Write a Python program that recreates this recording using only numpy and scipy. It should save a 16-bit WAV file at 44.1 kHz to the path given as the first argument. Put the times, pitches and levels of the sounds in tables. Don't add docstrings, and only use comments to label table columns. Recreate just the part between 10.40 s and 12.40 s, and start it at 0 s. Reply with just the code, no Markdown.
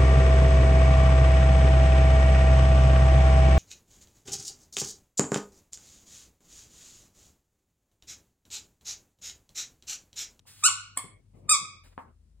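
import sys
import numpy as np
from scipy import signal
from scipy.fft import rfft, irfft
from scipy.io import wavfile
from scipy.ndimage import uniform_filter1d

SR = 44100
rng = np.random.default_rng(int(sys.argv[2]) if len(sys.argv) > 2 else 0)


def unload_wav(signal):
    wavfile.write(
        sys.argv[1],
        SR,
        np.round(np.clip(np.atleast_2d(signal).T, -1, 1) * 32767).astype(np.int16),
    )


def field_ratio(decibels):
    return 10 ** (np.asarray(decibels, dtype=float) / 20)


N = 88200
T = np.arange(N) / SR

# [t/s, f/Hz, level/dB]
HUM = [(0.0, 98.42, -74), (0.319, 101.6, -57), (0.581, 97.84, -62.5), (0.67, 107.8, -59.5),
       (0.711, 102.4, -67), (0.751, 100.8, -54), (0.811, 99, -89.5), (0.85, 99.9, -62.5),
       (1.11, 95.57, -56), (1.199, 97.1, -68), (1.29, 96.66, -60.5), (1.37, 88.26, -61), (1.641, 87, -63),
       (1.689, 74.17, -60), (1.729, 79.35, -63), (2.0, 79.5, -68)]
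SUB_HUM = [(0.0, 48.64, -82), (0.069, 48.86, -94.5), (0.411, 46.3, -69), (0.59, 46.98, -74.5),
           (0.73, 47.15, -68), (1.08, 48.4, -59), (1.27, 46.92, -80), (1.501, 44.94, -58),
           (1.64, 46.43, -73.5), (1.791, 50.87, -60.5), (1.9, 53.6, -62), (2.0, 50, -56.5)]
# [f/Hz, density/dB per Hz]
STILL_AIR = [(18, -24.5), (30, -12), (115, -2.5), (702, -30.5), (2120, -38.5), (10500, -40), (11700, -65.5),
             (14000, -50.5), (16000, -63.5)]
DRAG_T = [.63, .93, 1.14, 1.25, .05, 1.6, .3, .78]
# [rise/s, hold/s, fall/s, level/dB]
DRAGS = [(0.013, 0.037, 0.12, -55), (0.0087, 0.18, 0.11, -60.5), (0.043, 0.12, 0.039, -64.5),
         (.04, 0.063, 0.15, -69), (.008, 0.045, .06, -82), (0.024, 0.076, 0.054, -58),
         (.03, 0.041, 0.04, -77), (0.024, 0.043, .03, -79.5)]
# [f/Hz, density/dB per Hz]
DRAG_COLOUR = [(71, -39.5), (120, -6), (514, -23), (1180, -34.5), (1550, -53.5), (2140, -38.5), (3000, -48),
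               (3900, -83.5), (6600, -120)]
# onsets [t/s], swells [rise/s, hold/s, fall/s], levels [level/dB]
SCUFF_T = [.935, .62, .055]
SCUFFS = [(.015, .08, .1), (.03, .15, .04), (.01, .06, .05)]
SCUFF_LEVEL = [-61.5, -69, -73.5]
# [f/Hz, density/dB per Hz]
SCUFF_COLOUR = [(120, -8), (250, -1.5), (650, -1.5), (800, -13), (1150, -16.5), (1400, -41)]
# onsets [t/s], swells [rise/s, hold/s, fall/s], levels [level/dB]
PUFF_T = [1.43, 1.47, 1.578]
PUFFS = [(.012, .025, .08), (.03, .05, .06), (.003, .01, .12)]
PUFF_LEVEL = [-63, -70.5, -79.5]
# [f/Hz, density/dB per Hz]
PUFF_COLOUR = [(200, 0), (600, 1), (1500, -4.5), (2300, -6), (3200, -12), (5000, -11), (5600, -30)]
# onsets [t/s], swells [rise/s, hold/s, fall/s], levels [level/dB]
HISS_T = [
    .055,
    1.432,
    1.57,
    .93,
    .572,
]
HISSES = [(.022, .158, .012), (.008, .03, .13), (.02, .03, .06), (.03, .04, .08), (.003, .004, .03)]
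HISS_LEVEL = [-54.5, -64.5, -74.5, -80.5, -48.5]
# [f/Hz, density/dB per Hz]
HISS_COLOUR = [(300, -16.5), (1000, -10.5), (5000, -3), (5750, -7), (6500, -4.5), (8800, -5), (10900, -2),
               (12900, -4.5), (16000, -14.5)]
# [f/Hz, level/dB, T60/s]
TICK_MODES = [(930, -52, 0.025), (2730, -56.5, .012)]
# onsets [t/s], levels [level/dB]
KNOCK_T = [
    1.579,
    .5715,
    .056,
]
KNOCK_LEVEL = [-36.5, -35, -56]
# [f/Hz, level/dB, T60/s]
FRAME_MODES = [(265, 2.5, 0.086), (530, -1, 0.074), (745, -1, 0.1), (907, 11, 0.024), (1057, 3, 0.063),
               (1610, -13.5, 0.024)]
# [f/Hz, density/dB per Hz]
THUD_COLOUR = [(100, -34.5), (200, -3.5), (500, 4.5), (1200, 3.5), (1500, -12.5), (1900, -20), (2600, -25),
               (4000, -51)]
# [t/s, f/Hz, level/dB]
SQUEEZES = [
    [(.225, 1241, -43.5), (.236, 1157, -32), (.2385, 1215, -18), (.253, 1333, -16.5), (.263, 1466, -15.5),
     (.277, 1478, -21), (.281, 1180, -24.5), (.292, 1076, -25.5), (.296, 1000, -72)],
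    [(.558, 881.7, -74), (.5715, 980, -40), (.5745, 1030, -23), (.5795, 1090, -27), (.581, 1070, -43),
     (.584, 950, -70)],
    [(1.075, 1220, -73), (1.091, 1219, -32), (1.094, 1210, -18.5), (1.104, 1234, -20), (1.114, 1281, -18),
     (1.129, 1206, -19), (1.14, 1147, -22), (1.155, 1102, -23.5), (1.163, 969.6, -59.5)],
]
# [air level/dB, shell treble level/dB, wobble factor]
MANNER = [
    (-21, -2.5, 2.2),
    (-9, 5, 16),
    (-22, -1, .7),
]
# [f/Hz, level/dB]
SHELL = [(1050, -3.5), (1400, -8), (2700, -8.5), (4900, -9), (6300, -3), (7600, 4.5), (8900, -1.5),
         (10300, -15.5)]
INHALE = [(950, -9.5), (2100, -9), (3200, -14.5), (4400, -13.5), (6200, -23.5), (7400, -5.5), (8400, -0.5),
          (10000, -5.5), ]
SHELL_TURNED = [(1100, -4.5), (2400, -10), (3700, -11), (5000, -8), (6200, -7), (7500, 1.5), (8700, 2),
                (10300, -13)]
# [f/Hz, T60/s]
ROOM_T60 = [(250, 0.057), (1150, 0.5), (1450, 0.6), (3500, 0.56), (9000, 0.28), (15000, 0.21)]
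# [f/Hz, phase/rad]
PORT_PHASE = [(250, -1), (600, -2), (1200, -0.32), (2600, 1), (5750, 3.1), (8800, 7), (11800, 8.5),
              (16000, 13.8)]

SHELL_TOP_HZ, TOP_SAG_DB = 15300, -11
SIDE_GAP_HZ = 8600


def curve(hz, table):
    table = np.array(table, float)
    return np.interp(np.log(np.maximum(hz, 1)), np.log(table[:, 0]), table[:, 1])


def shape(x, gain):
    f = np.arange(N + 1) * SR / (2 * N)
    return irfft(rfft(x, 2 * N) * gain(f), 2 * N)[..., :N]


def noise(table, like):
    mid, side = rng.standard_normal((2, N))
    mid = shape(mid, lambda f: field_ratio(curve(f, table)) * np.sqrt(1 + like(f)))
    side = shape(side, lambda f: field_ratio(curve(f, table)) * np.sqrt(1 - like(f)))
    return np.array([mid + side, mid - side]) / np.sqrt(np.mean(mid ** 2 + side ** 2))


def incoherent(f):
    return 0 * f


def bass_coherent(f):
    return np.clip(1 - f / 900, .1, 1)


def walk(rate):
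    k = int(SR / rate)
    w = uniform_filter1d(uniform_filter1d(rng.standard_normal(N), k), k)
    return w / w.std()


def swells(times, table):
    total = 0
    for t, (rise, hold, fall, db) in zip(times, table):
        growth = np.clip((T - t) / rise, 0, 1) ** 2
        decay = np.exp(-3 * np.maximum(T - t - rise - hold, 0) / fall)
        total = total + field_ratio(db) * growth * decay
    return total


def decaying_modes(age, modes):
    return sum(field_ratio(db - 60 * age / t60) * np.sin(2 * np.pi * hz * age) for hz, db, t60 in modes)


def hum():
    out = 0
    for table in HUM, SUB_HUM:
        t, hz, db = np.array(table).T
        level = field_ratio(np.interp(T, t, db) + 0.92 * walk(23))
        phase = 2 * np.pi * np.cumsum(np.interp(T, t, hz)) / SR
        out = out + np.sqrt(2) * level * np.sin(phase)
    return out


def still_air():
    return field_ratio(-68.5 + 0.83 * walk(14.0)) * noise(STILL_AIR, bass_coherent)


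def fabric_drag():
    return swells(DRAG_T, DRAGS) * field_ratio(3.4 * walk(25)) * noise(DRAG_COLOUR, bass_coherent)


def cloth_puffs():
    swell = swells(PUFF_T, np.c_[PUFFS, PUFF_LEVEL])
    return swell * field_ratio(3.1 * walk(60)) * noise(PUFF_COLOUR, lambda f: 0.54 + 0 * f)


def scuffs():
    swell = swells(SCUFF_T, np.c_[SCUFFS, SCUFF_LEVEL])
    return swell * field_ratio(3.6 * walk(40)) * noise(SCUFF_COLOUR, lambda f: 0.36 + 0 * f)


def air_and_rub():
    swell = field_ratio(-85.5) + swells(HISS_T, np.c_[HISSES, HISS_LEVEL])
    return swell * field_ratio(1.0 * walk(30)) * noise(HISS_COLOUR, lambda f: 0.9 + 0 * f)


def knocks():
    thud_db, thud_t60_s, shudder_db, shudder_t60_s = 5.5, 0.0043, -16.5, 0.19
    push_s = 0.00013
    out, cloth = np.zeros(N), noise(THUD_COLOUR, incoherent)[0]
    for t, db in zip(KNOCK_T, KNOCK_LEVEL):
        age = np.maximum(T - t, 0)
        ring = field_ratio(-10.0) * decaying_modes(age, FRAME_MODES)
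        thud = cloth * (field_ratio(thud_db - 60 * age / thud_t60_s) + field_ratio(shudder_db - 60 * age / shudder_t60_s))
        out += field_ratio(db) * (ring + thud) * (1 - np.exp(-(age / push_s) ** 2))
    return out


def claw_tick():
    return decaying_modes(np.maximum(T - .0545, 0), TICK_MODES)


def shell_pops():
    pop = [(1774, -36.5, 0.017)]  # f/Hz, level/dB, T60/s
    return sum(decaying_modes(np.maximum(T - rows[1][0], 0), pop) for rows in SQUEEZES)


def squeaker():
    bright_per_db, airy_per_db = 0.86, 0.5312
    reed_air_db, flutter_db = -14.5, .9
    out, wobble = 0, 0.0039 * walk(600)
    for rows, (air_db, treble_db, rough), shell in zip(SQUEEZES, MANNER, (SHELL, INHALE, SHELL_TURNED)):
        t, hz, db = np.array(rows).T
        hz = np.interp(T, t, hz) * (1 + rough * wobble)
        db = np.interp(T, t, db, -150, -150)
        phase = 2 * np.pi * np.cumsum(hz) / SR
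        slack = np.clip(db + 16.5, -40, 0)
        for k in range(1, 15):
            tilt = (treble_db + bright_per_db * slack) * np.log2(k) / 3
            tilt = tilt + TOP_SAG_DB * np.clip(k * hz / 5000 - 2, 0, 1)
            flutter = flutter_db * np.log2(k + 1) * walk(130)
            level = field_ratio(db + 0.5 + tilt + curve(k * hz, shell) + flutter)
            out = out + level * np.cos(k * phase + 0.35 * k * k) * (k * hz < SHELL_TOP_HZ)
        top = [(SHELL_TOP_HZ, shell[-1][1] + TOP_SAG_DB), (SHELL_TOP_HZ + 300, -60)]
        air = noise(shell + top, incoherent)[0] * (1 + .5 * np.cos(phase))
        out = out + field_ratio(db + air_db + reed_air_db - airy_per_db * slack) * air
    return out


def room(x):
    gap_s, build_s = 0.003, 0.0081
    early_db, early_stretch = 8.5, 0.15
    age, tail = T[:SR] - gap_s, 0
    echoes = noise([(100, 0.0039), (1000, 0.005)], lambda f: np.clip(1 - f / 500, 0.33, 1))
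    for hz in 125 * 2. ** np.arange(8):
        octave = lambda f: np.cos(np.pi / 2 * np.clip(np.log2(f / hz + 1e-9), -1, 1)) ** 2
        band = shape(echoes, octave)[:, :SR]
        t60 = curve(hz, ROOM_T60)
        decay = field_ratio(-60 * age / t60) + field_ratio(early_db - 60 * age / t60 / early_stretch)
        tail = tail + band * decay * np.clip(age / build_s, 0, 1)
    tail = tail / np.sqrt(np.sum(tail ** 2) / 2)
    return field_ratio(-4) * signal.fftconvolve(x[None], tail, axes=1)[:, :N]


def gate(x):
    edge_db, tilt_db, depth_db = -91.5, -4, -20.5
    f, _, z = signal.stft(x, SR, nperseg=512)
    power = uniform_filter1d(np.mean(abs(z) ** 2, axis=0), size=9, axis=0)
    power = uniform_filter1d(power, size=5, axis=1)
    edge = field_ratio(3.5 * (edge_db + tilt_db * np.log2(np.maximum(f, 1000) / 1000)))[:, None]
    open_share = np.where(f[:, None] > 250, power ** 2 / (power ** 2 + edge), 1)
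    return signal.istft(z * field_ratio(depth_db * (1 - open_share)), SR, nperseg=512)[1][:, :N]


def ports(x):
    hz, rad = np.array(PORT_PHASE, float).T
    return np.array([shape(x[0], lambda f: np.exp(1j * np.interp(f, hz, rad))), x[1]])


def scene():
    bass_left_db = 4.5
    low = (hum() + fabric_drag() + still_air()) * field_ratio(np.array([[.5], [-.5]]) * bass_left_db)
    cloth = air_and_rub() + cloth_puffs() + scuffs()
    near = knocks() + claw_tick() + shell_pops() + squeaker()
    return ports(gate(near + room(near)) + cloth) + low


def notch(f, hz, width_hz):
    return field_ratio(-55 * np.exp(-((f - hz) / width_hz) ** 6))


def band_limit(x):
    return signal.sosfilt(signal.butter(12, 16270, fs=SR, output="sos"), x)


def record(dry):
    open_db, open_s = -5, .016
    x = shape(dry, lambda f: (f > 32) * (f < 16050))
    side_gain = lambda f: (f < 12800) * field_ratio(-4 * (f > SIDE_GAP_HZ))
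    mid = shape((x[0] + x[1]) / 2, lambda f: notch(f, 11767, 1087))
    side = shape((x[0] - x[1]) / 2, lambda f: notch(f, SIDE_GAP_HZ, 860) * side_gain(f))
    kept = np.array([mid + side, mid - side])
    attack = sum(abs(T - rows[1][0] - open_s / 2) < open_s / 2 for rows in SQUEEZES)
    attack = uniform_filter1d(1. * attack, size=100)
    return band_limit(kept + field_ratio(open_db) * attack * (x - kept))


dry = scene()
out = record(dry)
unload_wav(out)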